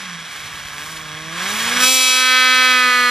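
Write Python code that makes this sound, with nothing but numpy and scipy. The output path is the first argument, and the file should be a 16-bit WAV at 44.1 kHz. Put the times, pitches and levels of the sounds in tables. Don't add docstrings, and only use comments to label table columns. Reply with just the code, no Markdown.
import sys
import numpy as np
from scipy import signal
from scipy.fft import rfft, irfft
from scipy.io import wavfile
from scipy.ndimage import uniform_filter1d

SR = 44100
rng = np.random.default_rng(int(sys.argv[2]) if len(sys.argv) > 2 else 0)


def undo_db(level):
    steps = np.asarray(level, float) / 20
    return 10 ** steps


def materialize(psi):
    bounded = np.clip(np.atleast_2d(psi).T, -1, 1)
    quanta = np.round(bounded * 32767).astype(np.int16)
    wavfile.write(sys.argv[1], SR, quanta)


N = 136710


def evened(x):
    return x / np.sqrt(np.mean(x ** 2) + 1e-20)


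def noise():
    return rng.standard_normal(N)


def slow(hz):
    return evened(signal.sosfilt(signal.butter(2, hz, fs=SR, output="sos"), noise()))


def curves(table):
    times, *columns = np.transpose(table)
    t = np.arange(N) / SR
    return [uniform_filter1d(np.interp(t, times, c), size=1500, mode="nearest") for c in columns]


def read(points, hz):
    f, value = np.transpose(points)
    return np.interp(np.log(hz + 1), np.log(f + 1), value)


def coloured(x, points):
    return evened(irfft(rfft(x) * undo_db(read(points, np.fft.rfftfreq(N, 1 / SR))), N))


# (time [s], firing rate [1/s], blow level [dB],
# rattle level [dB], low throb level [dB], spray level [dB])
EFFORT = [(0, 195, -39.5, -30, -47, -52), (.15, 169, -35, -35.5, -40.5, -66),
          (.32, 157, -41.5, -33.5, -54, -43), (.7, 144, -38.5, -34, -53.5, -44),
          (.8, 147, -33.5, -34, -46.5, -41), (.92, 161, -39, -33.5, -48.5, -37.5),
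          (1.1, 152, -36, -35, -43.5, -50), (1.31, 162, -37, -33, -40.5, -48.5),
          (1.42, 182, -32, -24, -39, -35), (1.51, 206, -32, -24, -37.5, -29),
          (1.63, 226, -39.5, -22.5, -38, -28.5), (1.77, 247, -22, -19, -33.5, -30),
          (1.83, 254.5, -8.5, -20, -33.5, -17.5), (1.92, 258.8, -14.5, -27.5, -38, -15.5),
          (2.08, 256.3, -12.5, -27, -44.5, -24.5), (2.3, 255.5, -12, -29, -39, -28.5),
          (2.65, 255, -12, -26.5, -36, -31), (2.86, 250, -13, -27, -34.5, -31.5),
          (3.1, 245.6, -13.5, -29.5, -34, -32)]
# (time [s], aspect [0 buried, 1 pipe facing, 2 side on, 3 turned away])
LIE = [
    (0, 0),
    (1.76, 0),
    (1.9, 1),
    (2.08, 1.1),
    (2.34, 2),
    (2.72, 2.15),
    (2.84, 2.8),
    (3.1, 3),
]


def engine():
    rate, blow_db, rattle_db, throb_db, spray_db = curves(EFFORT)
    aspect = curves(LIE)[0]
    free = np.clip(aspect, 0, 1)
    turns = np.cumsum(rate) / SR
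    load = np.clip((np.arange(N) / SR - 0.34) / 0.11, 0, 1)
    gate = pulsing(turns)

    blowing = undo_db(blow_db) * exhaust(turns, free, aspect)
    singing = undo_db(blow_db - 3) * load * (1 - free) * hood(turns, rate)
    throbbing = np.sqrt(2) * undo_db(throb_db) * throb(turns, aspect, load)
    rattling = undo_db(rattle_db) * (rattle(gate, free, aspect) + undo_db(-1) * snow_wash())
    spraying = undo_db(spray_db) * snow_fizz(gate)
    return blowing + singing + throbbing + rattling + spraying + rumble(rate, free) + track(turns)


def exhaust(turns, free, aspect):
    echo_ms, echo_db = 0.7094, -11.5
    direct = body(bounce(blows(turns, free)), aspect)
    at = np.arange(N)
    echo = np.interp(at - echo_ms * SR / 1000, at, direct, left=0)
    return (direct + undo_db(echo_db) * echo) / np.sqrt(1 + undo_db(2 * echo_db))


def blows(turns, free):
    at = np.interp(np.arange(1, int(turns[-1])), turns, np.arange(N))
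    early_late, weak_strong = rng.standard_normal((len(at), 2)).T
    loose = 1 - free[at.astype(int)]
    jitter = 0.003 + 0.015 * loose
    at = np.clip(at + early_late * jitter * np.gradient(at), 20, N - 20)
    twin_db = 0.16 * (-1) ** np.arange(len(at))
    size = undo_db(3.5 * weak_strong * loose + twin_db)
    k = np.arange(-16, 17)
    d = k - (at % 1)[:, None]
    click = np.sinc(0.8 * d) * np.cos(np.pi * d / 34) ** 2
    out = np.zeros(N)
    np.add.at(out, at.astype(int)[:, None] + k, -size[:, None] * click)
    return evened(out)


def bounce(x):
    taps = np.zeros(32)
    taps[[0, -1]] = 0.55, 1
    return signal.lfilter(taps, taps[::-1], x)


# (frequency [Hz], width [Hz], level in aspect 0 [dB], 1 [dB], 2 [dB], 3 [dB])
RESONANCES = [(664, 600, -17.5, -12, -32, -30), (1098, 104, -1.5, -2, -32.5, -25.5),
              (1248, 115, -7, 2, 5, 7), (1631, 236, -1, -16, 8, 7.5), (2036, 340, -5.5, -4, 5.5, 8),
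              (2284, 160, -2.5, 10.5, 7, -6), (2521, 67, -7, 13, 6, 3.5), (3317, 270, -4, 9.5, 6, -0.5),
              (3830, 250, -11, 6, -2, -25), (4113, 94.6, -30.5, 0, 0, 5), (4720, 365, -20.5, 3.5, -2, -8.5),
              (5780, 430, -10.5, 4.5, -6, -14.5), (7520, 500, -20.5, 2, -15.5, -24),
              (9540, 1680, -29, -6, -20.5, -26)]


def body(x, aspect):
    hz = abs(np.fft.fftfreq(8192, 1 / SR))
    out = np.zeros(N)
    for k in range(4):
        power = 0
        for centre, width, *level_db in RESONANCES:
            power = power + undo_db(2 * level_db[k]) / (1 + (2 * (hz - centre) / width) ** 2) ** 1.37
        log_gain = np.log(power * (hz / (hz + 300)) ** 2 + 1e-9) / 2
        ring = np.fft.ifft(np.exp(np.conj(signal.hilbert(log_gain)))).real[:2048]
        share = np.clip(1 - abs(aspect - k), 0, 1)
        out += share * signal.oaconvolve(x, ring / np.linalg.norm(ring))[:N]
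    return out


def hood(turns, rate):
    hood_hz, width_hz = 1150, 200
    out = np.zeros(N)
    for m in range(4, 10):
        gain = 1 / (1 + (2 * (m * rate - hood_hz) / width_hz) ** 2) ** 0.58
        out += undo_db(1.5 * slow(34)) * gain * np.sin(2 * np.pi * (m * turns + rng.random()))
    return out


# (multiple of firing rate, level in aspect 0 [dB], 1 [dB], 2 [dB], 3 [dB])
LOW_TONES = [(.5, -16.5, -26, -20, -19.5), (1, 2, 1.5, -1, -2.5), (2, -5, 3, 1, -1.5),
             (3, -6, 2.5, 1, -6.5), (4, -4.5, -2.5, 1.5, -5)]


def throb(turns, aspect, load):
    out = np.zeros(N)
    for m, *level_db in LOW_TONES:
        level = undo_db(np.interp(aspect, np.arange(4), level_db) + 1.3 * slow(9.8))
        tone = np.sin(2 * np.pi * (m * turns + rng.random()))
        out += (load if m > 1 else 1) * level * tone
    return out


def pulsing(turns):
    depth, fade = 0.35, 0.63
    return evened(1 - depth + depth * np.exp(-(turns % 1) / fade))


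def rattle(gate, free, aspect):
    flutter = undo_db(slow(27) * (0.5 - 0.6 * free))
    return body(gate * flutter * noise(), aspect)


def rumble(rate, free):
    width_hz = 62
    spin = np.exp(2j * np.pi * np.cumsum(rate * 1.14) / SR)
    r = np.exp(-np.pi * width_hz / SR)
    band = 2 * (spin * signal.lfilter([1 - r], [1, -r], noise() / spin)).real
    return undo_db(-49.5) * evened(band) * (1 - 0.74 * free)


def track(turns):
    t = np.arange(N) / SR
    spin = np.clip(np.minimum(t - 1.58, 1.9 - t) / 0.08, 0, 1)
    return np.sqrt(2) * undo_db(-41 + 2.3 * slow(22)) * spin * np.sin(2 * np.pi * 0.76 * turns)


# (frequency [Hz], level per Hz [dB])
WASH_SPECTRUM = [(71, -32), (120, -13.5), (358, -14), (929, -3), (1070, -1.5), (2830, 0.5), (3330, 0.5),
                 (11500, -17), (15200, -50)]


def snow_wash():
    return coloured(undo_db(1.34 * slow(24)) * noise(), WASH_SPECTRUM)


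# (frequency [Hz], level per Hz [dB])
FIZZ_SPECTRUM = [(3530, -10), (6000, 0.5), (6360, -3), (7460, -2), (9910, -7), (10500, -6.5),
                 (15200, -12.5)]


def snow_fizz(gate):
    return coloured(gate * undo_db(1.2 * slow(30)) * noise(), [(3000, -40), *FIZZ_SPECTRUM])


# (time [s], level [dB])
WIND_PUFFS = [
    (0, -61),
    (.3, -60),
    (.45, -48),
    (.68, -48),
    (.8, -47),
    (1.1, -51),
    (1.5, -53),
    (1.75, -45),
    (2.0, -60),
    (3.1, -59),
]


def wind():
    a, b = (undo_db(2.8 * slow(19)) * noise() for _ in range(2))
    low_band = signal.butter(2, [45.6, 114], "band", fs=SR, output="sos")
    same = 0.76
    puffs = signal.sosfilt(low_band, [0.554 * a, same * a + np.sqrt(1 - same ** 2) * b])
    return undo_db(curves(WIND_PUFFS)[0]) * evened(puffs)


# (frequency [Hz], level [dB])
BALANCE = [(60, -5), (110, -5.5), (200, -3), (380, -6.5), (690, -4.5), (1280, -2.5), (2360, -1.5),
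           (4340, -1.5), (8010, 1), (14800, -0.5)]
# (frequency [Hz], phase [radians])
PHASE_LEAD = [(0, -0.23), (690, -0.21), (1290, 0.38), (3530, 0.31), (6370, -1.6), (7410, 1), (7840, 1),
              (8100, 1), (8350, 0.076), (9220, 0.49), (10800, -1.1), (11300, -0.12), (13100, 0.1),
              (14900, -0.0)]
# (frequency [Hz], likeness [0 to 1])
LIKENESS = [(60, 0.77), (130, 0.5), (290, 0.66), (640, 0.71), (1390, 0.98), (3060, 0.77), (6720, 1),
            (14800, 0.31)]


def ports(x):
    hz, t, z = signal.stft(x, SR, nperseg=1024)
    a, b = rng.standard_normal((len(t), len(hz), 2)).T
    unlike = np.sqrt(np.clip(1 - read(LIKENESS, hz), 0, 1) / 4)[:, None]
    apart = unlike * 0.62 * (a + 1j * b)
    lean = (undo_db(read(BALANCE, hz) / 2) * np.exp(0.5j * read(PHASE_LEAD, hz)))[:, None]
    both = np.array([z * (1 + apart) * lean, z * (1 - apart) / lean])
    return signal.istft(both, SR, nperseg=1024)[1][:, :N]


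def scene():
    return ports(engine()) + wind()


def low_pass(x):
    return signal.sosfilt(signal.butter(12, 15360, fs=SR, output="sos"), x)


def record(dry):
    loud = np.clip(1.12 * 1.406 * np.tanh(dry / 1.818), -1, 1)
    treble_cut = signal.firwin(255, 15600, fs=SR)[None]
    mix = signal.oaconvolve(loud, treble_cut, "same")
    return low_pass(mix)


dry = scene()
out = record(dry)
materialize(out)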